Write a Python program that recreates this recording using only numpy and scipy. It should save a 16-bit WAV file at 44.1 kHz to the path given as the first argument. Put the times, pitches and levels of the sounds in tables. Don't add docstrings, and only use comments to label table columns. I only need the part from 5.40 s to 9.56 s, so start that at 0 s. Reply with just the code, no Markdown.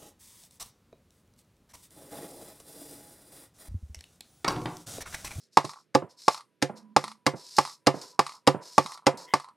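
import sys
import numpy as np
from scipy import signal
from scipy.io import wavfile
from scipy.ndimage import uniform_filter1d

SR = 44100
rng = np.random.default_rng(int(sys.argv[2]) if len(sys.argv) > 2 else 0)


def unload_wav(signal):
    wavfile.write(
        sys.argv[1],
        SR,
        np.round(np.clip(np.atleast_2d(signal).T, -1, 1) * 32767).astype(np.int16),
    )


N = 183632
T = np.arange(SR * 3 // 5) / SR

# t/s, then level/dB of case, desk, click, block, after-knock
PAD_BLOWS = [(0.1712, -16, -27.5, -25.5, -32, -37), (0.8807, -19, -45, -27, -34.5, -71.5),
             (1.5637, -18.5, -25, -27, -30, -48.5), (2.1842, -19.5, -28, -25.5, -33.5, -62),
             (2.7919, -18.5, -31.5, -27, -37.5, -60), (3.3800, -17, -22.5, -26.5, -43, -48),
             (3.9371, -21, -29.5, -28, -41.5, -72)]
# t/s, clatter/dB, desk/dB, desk tilt/(dB/octave), click/dB, block/dB,
# block tilt/(dB/octave), delay until flat/s, skid/dB, after-knock/dB, scrape/dB
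PAPER_BLOWS = [(0.5495, -25.5, -19, 3, -30.5, -32, -1, 0.0037, -46.5, -37, -60.5),
               (1.224, -51, -24, 0.5, -27.5, -34.5, -1.5, .002, -40, -38, -54.5),
               (1.865, -28, -23.5, -0.5, -25.5, -32.5, -13.5, 0.009, -54, -37.5, -56),
               (2.4696, -21, -19, 1, -24.5, -27, -2.5, 0.0071, -34.5, -36, -47),
               (3.0739, -21, -17, 1.5, -23.5, -28, -2.5, 0.0087, -35, -32.5, -47.5),
               (3.667, -23.5, -18, 3.5, -24, -29.5, -2.5, 0.0079, -45, -45, -48.5)]
# t/s, first snap's ring/dB, its crack/dB, first gap/s, crackle/dB, crackle length/s
INK_PEELS = [(0.2492, -40.5, -43.5, .044, -50.5, .135), (0.9452, -44, -45, 0.032, -48.5, 0.058),
             (1.6403, -38.5, -41.5, .039, -51.5, 0.091), (2.2511, -40.5, -44.5, 0.024, -48.5, 0.065),
             (2.8654, -40.5, -44, 0.028, -50.5, 0.097), (3.4608, -40.5, -43.5, 0.059, -46, 0.15),
             (3.9990, -45.5, -52, 0.045, -53.5, .1)]
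# t/s, length/s, level/dB, swell/(dB/s)
SHEET_SLIDES = [(-0.02, 0.069, -64.5, -1), (0.107, .31, -61, -17), (0.218, 0.092, -52.5, 9.5),
                (0.685, 0.0095, -50.5, 0), (0.761, 0.18, -54, 25), (0.887, 0.091, -45, -67),
                (1.348, 0.027, -51.5, -1), (1.581, 0.13, -55, 5), (1.941, 0.22, -54, 27),
                (2.151, 0.18, -42.5, -31), (2.52, 0.2, -50.5, -27), (2.821, 0.14, -50.5, -36),
                (3.202, 0.34, -52.5, 12.5), (3.773, 0.07, -50.5, -2), (3.969, 0.072, -53, -140)]
# t/s, level/dB
SHEET_FLICKS = [(2.166, -35), (2.615, -44.5), (3.255, -54), (3.773, -47.5)]

# f/Hz, relative level/dB, t60/s
DESK_MODES = [(118, -12, 0.017), (143, -7, 0.15), (243, -1, 0.062), (273.6, 1.5, 0.042), (291, 3.5, 0.073),
              (379, -7, 0.12), (480, -25, 0.047), (491.5, 0.5, .07), (529, 0.5, 0.097), (627, -14, 0.043),
              (704, -12.5, 0.14), (842.3, 0, 0.059)]
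CASE_MODES = [(352, -18, 0.05), (433, -12.5, 0.07), (431, -12, .045), (565, -8.5, 0.067), (590, -3, 0.035),
              (697, -23.5, .04), (835.5, 2.5, 0.03), (875, 6, .05), (1053, -0.5, 0.029), (1121, 3.5, 0.038),
              (1207, -18.5, 0.09), (1560, -15.5, .02), (5638, -15.5, 0.041), (7470, -19, 0.012)]
BLOCK_MODES = [(2060, -4.5, 0.042), (2170, -9.5, 0.036), (2827, -3, 0.045), (3407, -3.5, 0.034),
               (3718, -4.5, 0.047), (3950, -6, 0.052), (4930, 3, 0.036), (5260, 2, 0.045),
               (5530, -5, 0.048), (6993, -1, 0.025), (8280, -15, 0.054)]
INK_MODES = [(930, -4, .032), (1050, -1, .032), (1135, 0, .032), (1225, -5, .03), (2030, -19, .016),
             (4200, -14, .012)]
DESK_HUM_MODE = [(980, 0, 0.3)]
LOW_HUM_MODE = [(214, 0, .3)]

# f/Hz, relative level/dB
HUSH_SPECTRUM = [(25, -4), (70, -9.5), (130, 0), (250, -2), (500, -3), (950, -21.5), (1500, -14),
                 (4000, -21), (15000, -38)]
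HISS_SPECTRUM = [(100, -36.5), (900, -22), (2000, -20), (3150, -18), (4100, -4.5), (4800, -2.5), (5250, 1),
                 (5900, -6.5), (7500, -9.5), (10000, -15), (13000, -22.5), (16000, -41.5)]
SQUEAK_SPECTRUM = [(1000, -38), (1800, -12), (2050, 5.5), (2350, -26), (3100, -8), (4500, -31)]
SCRAPE_SPECTRUM = [(60, -30), (170, -6), (232, -8), (320, -3), (520, 1.5), (820, -5.5), (950, 4.5),
                   (1080, -7.5), (1500, -11.5), (2500, -23), (6000, -53.5)]
SNAP_SPECTRUM = [(200, -29), (1000, -19.5), (2000, 2.5), (3000, -7), (4200, 5), (5300, -3), (7000, -7),
                 (9500, -5), (13000, -27), (16000, -54)]
KNOCK_SPECTRUM = [(50, -21), (130, 3.5), (350, 2.5), (800, -4), (1400, -15.5), (3000, -38.5), (8000, -72.5)]
CLICK_SPECTRUM = [(100, -35), (700, 5.5), (1400, -2), (2200, -2), (3100, -7.5), (4200, -4.5), (5100, -2),
                  (6300, -9), (8000, -12.5), (10000, -16), (13000, -26.5), (16000, -40.5)]
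CLATTER_SPECTRUM = [(60, -46), (280, -21), (420, -11.5), (600, -5.5), (850, -2.5), (1180, -1), (1400, -19),
                    (2300, -20.5), (3500, -33.5), (8000, -63)]

# f/Hz, t60/s
ROOM_DECAY = [(100, 0.1), (300, 0.06), (1000, 0.19), (3000, 0.18), (6000, 0.022), (14000, 0.99)]
# f/Hz, level/dB
ROOM_LEVEL = [(100, -25.5), (300, -12), (900, -19.5), (2000, -12), (5000, -18), (12000, -26)]
# f/Hz, gain/dB
MIC_RESPONSE = [(25, -28.5), (40, -20.5), (60, -14), (85, -15), (105, -4), (125, -1.5), (170, 0),
                (13500, -0.5), (16000, -2.5)]
# f/Hz, left over right/dB
BALANCE = [(40, -5), (70, -10.5), (130, -9.5), (280, -5.6), (600, -3), (1200, -1.8), (2200, 2.2), (4000, 0)]

TICK_AFTER_S, TICK_DB = .001, -5.5
KNOCK_AFTER_S = .072


def amp(db):
    return 10 ** (np.asarray(db) / 20)


def unit_rms(x):
    return x / np.sqrt(np.mean(x ** 2) + 1e-20)


def unit_blow(x):
    return x / np.sqrt(np.sum(x ** 2) / (.03 * SR) + 1e-20)


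def read(points, hz):
    f, value = np.transpose(points)
    return np.interp(np.log(hz + 1), np.log(f), value)


def add(mix, s, sound):
    part = mix[max(0, round(s * SR)):][:len(sound)]
    part += sound[:len(part)]


def colour(x, points, size=4096):
    log_gain = np.log(amp(read(points, abs(np.fft.fftfreq(size, 1 / SR)))))
    taps = np.fft.ifft(np.exp(np.conj(signal.hilbert(log_gain)))).real
    return signal.oaconvolve(x, taps[:size // 2])[:len(x)]


def ring(modes, detune, tilt_db=0):
    hz, db, t60 = np.transpose(modes)[:, :, None]
    weight, shift = rng.standard_normal((2, len(modes), 1))
    envelopes = amp(db + weight + tilt_db * np.log2(hz / hz.min()) - 60 * T / t60)
    sines = envelopes * np.sin(2 * np.pi * hz * (1 + detune * shift) * T)
    radiation = signal.butter(2, .8 * hz.min(), "highpass", fs=SR, output="sos")
    return unit_blow(signal.sosfilt(radiation, sines.sum(0)))


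def burst(spectrum, t60, tail_db, tail_t60):
    fall = amp(-60 * T / t60) + amp(tail_db - 60 * T / tail_t60)
    return unit_blow(colour(rng.standard_normal(len(T)) * fall, spectrum))


def eased(x, rise_s):
    return unit_blow(x * (1 - np.exp(-T / rise_s)))


def stroke(start, length, rise_s, fall_db_per_s, swell_db_per_s=0):
    t = np.maximum(np.arange(N) / SR - start, 0)
    db = swell_db_per_s * np.minimum(t, length) - fall_db_per_s * np.maximum(t - length, 0)
    return np.minimum(t / rise_s, 1) ** 2 * amp(db)


def hush():
    return amp(-74.5) * unit_rms(colour(rng.standard_normal(N), HUSH_SPECTRUM))


def room(x):
    hz, t, bands = signal.stft(rng.standard_normal(len(T)), SR, nperseg=256)
    t60 = read(ROOM_DECAY, hz)[:, None]
    bands *= amp(read(ROOM_LEVEL, hz)[:, None] - 60 * t / t60)
    bands *= np.sqrt(2 * np.log(1000) / (t60 * SR))
    tail = signal.istft(bands, SR, nperseg=256)[1][:len(T)] * np.clip(T / .003, 0, 1) ** 2
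    return signal.oaconvolve(x, tail)[:N]


def low_hum():
    hum = unit_rms(signal.oaconvolve(rng.standard_normal(N), ring(LOW_HUM_MODE, detune=0))[:N])
    return amp(-58) * hum * stroke(start=1.31, length=.41, rise_s=.02, fall_db_per_s=160.5)


def friction(ticks_per_s=270, spread_db=1.5, tick_share=.48):
    flutter = unit_rms(uniform_filter1d(rng.standard_normal(N), size=300))
    sizes = amp(spread_db * np.minimum(rng.exponential(1, N), 3))
    ticks = (rng.random(N) < ticks_per_s / SR) * rng.choice([-1, 1], N) * sizes
    return (rng.standard_normal(N) + tick_share * unit_rms(ticks)) * amp(1.4 * flutter)


def sheet(rise_s=.028, fall_db_per_s=429):
    rub = friction()
    sliding = sum(amp(db) * stroke(s, length, rise_s, fall_db_per_s, swell)
                  for s, length, db, swell in SHEET_SLIDES)
    out = sliding * unit_rms(colour(rub, HISS_SPECTRUM))
    squeak = unit_rms(colour(rub, SQUEAK_SPECTRUM))
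    out += amp(-51.5) * squeak * stroke(3.855, .082, rise_s, fall_db_per_s)
    for s, db in SHEET_FLICKS:
        add(out, s, amp(db) * burst(HISS_SPECTRUM, t60=.011, tail_db=5.5, tail_t60=.21))
    return out


def scrapes(delay_s=.025, rise_s=.037, hold_s=.076, hum_db=-9.5):
    rub, out = friction(), np.zeros(N)
    scrape = unit_rms(colour(rub, SCRAPE_SPECTRUM))
    hum = unit_rms(signal.oaconvolve(rub, ring(DESK_HUM_MODE, detune=0))[:N])
    for s, *_, db in PAPER_BLOWS:
        out += amp(db) * scrape * stroke(s + delay_s, rise_s + hold_s, rise_s, fall_db_per_s=154)
        out += amp(db + hum_db) * hum * stroke(s + delay_s, rise_s, rise_s, fall_db_per_s=30.5)
    return out


def tacky_ink(threads_per_s=170, pitches=16, snaps=3, gap_ratio=.94, step_db=-6.5):
    crackle, out = np.zeros(N), np.zeros(N)
    for _ in range(pitches):
        ruptures = (rng.random(N) < threads_per_s / pitches / SR).astype(float)
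        pop = eased(ring(INK_MODES, detune=.045), rise_s=.002)[:2048]
        crackle += signal.oaconvolve(ruptures, pop)[:N]
    for s, ring_db, crack_db, gap_s, crackle_db, length in INK_PEELS:
        peel = stroke(s, length, rise_s=.015, fall_db_per_s=455.5, swell_db_per_s=-30)
        out += amp(crackle_db) * unit_rms(crackle) * peel
        for k in range(snaps):
            tone = eased(ring(INK_MODES, detune=.035), rise_s=.0015)
            crack = burst(SNAP_SPECTRUM, t60=.023, tail_db=-9.5, tail_t60=.13)
            add(out, s, amp(k * step_db) * (amp(ring_db) * tone + amp(crack_db) * crack))
            s += gap_s * gap_ratio ** k
    return out


def knock():
    return burst(KNOCK_SPECTRUM, t60=.031, tail_db=-3.5, tail_t60=.13)


def tick():
    return unit_blow(colour(signal.unit_impulse(len(T)), CLICK_SPECTRUM))


def pad_taps(chatter_s=.0024, chatter_db=-1.5):
    out = np.zeros(N)
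    for s, case_db, desk_db, click_db, block_db, knock_db in PAD_BLOWS:
        add(out, s, amp(case_db) * eased(ring(CASE_MODES, detune=.006), rise_s=.00066))
        add(out, s, amp(desk_db) * eased(ring(DESK_MODES, detune=.006), rise_s=.0023))
        add(out, s, amp(block_db) * eased(ring(BLOCK_MODES, detune=.006), rise_s=.0003))
        rattle = burst(CLATTER_SPECTRUM, t60=.031, tail_db=-18, tail_t60=.12)
        click = burst(CLICK_SPECTRUM, t60=.02, tail_db=-14, tail_t60=.14)
        add(out, s + chatter_s, amp(case_db - 2.5) * rattle)
        add(out, s, amp(click_db - 1.5) * eased(click, rise_s=.0015))
        add(out, s + TICK_AFTER_S, amp(click_db + TICK_DB) * tick())
        add(out, s + TICK_AFTER_S + chatter_s, amp(click_db + TICK_DB + chatter_db) * tick())
        add(out, s + KNOCK_AFTER_S, amp(knock_db) * knock())
    return out


def paper_stamps(skid_lead_s=.0063):
    out = np.zeros(N)
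    for (s, clatter_db, desk_db, desk_tilt, click_db, block_db, block_tilt,
         flat_s, skid_db, knock_db, _) in PAPER_BLOWS:
        desk = ring(DESK_MODES, detune=.006, tilt_db=desk_tilt)
        block = ring(BLOCK_MODES, detune=.01, tilt_db=block_tilt)
        skid = burst(CLICK_SPECTRUM, t60=.06, tail_db=-15, tail_t60=.17)
        click = burst(CLICK_SPECTRUM, t60=.026, tail_db=-15, tail_t60=.13)
        edge_clatter = burst(CLATTER_SPECTRUM, t60=.048, tail_db=-24, tail_t60=.046)
        face_clatter = burst(CLATTER_SPECTRUM, t60=.04, tail_db=-20, tail_t60=.19)
        add(out, s - skid_lead_s, amp(skid_db) * eased(skid, rise_s=.0012))
        add(out, s, amp(click_db) * eased(click, rise_s=.0012))
        add(out, s + TICK_AFTER_S, amp(click_db + TICK_DB) * tick())
        add(out, s, amp(desk_db) * eased(desk, rise_s=.0055))
        add(out, s, amp(block_db) * eased(block, rise_s=.000078))
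        add(out, s, amp(clatter_db - 3.5) * edge_clatter)
        add(out, s + flat_s, amp(clatter_db - .5) * face_clatter)
        add(out, s + KNOCK_AFTER_S, amp(knock_db) * knock())
    return out


def scene():
    direct = pad_taps() + paper_stamps() + tacky_ink() + sheet() + scrapes() + low_hum()
    mid = direct + room(direct) + hush()
    side = colour(room(direct), [(80, -5), (300, -5), (1000, -34), (4000, -2.5), (8000, -20.5)])
    side += amp(-17) * hush()
    return np.array([mid + side, mid - side])


def record(dry, ceiling=.92, cutoff_hz=16200):
    heard = np.array([colour(colour(x, MIC_RESPONSE), [(hz, sign * db / 2) for hz, db in BALANCE])
                      for x, sign in zip(dry, (1, -1))])
    rounded = heard / (1 + (heard / ceiling) ** 6) ** (1 / 6)
    lowpass = signal.firwin(511, cutoff_hz, window=("kaiser", 9), fs=SR)
    return signal.oaconvolve(rounded, lowpass[None], "same")


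dry = scene()
out = record(dry)
unload_wav(out)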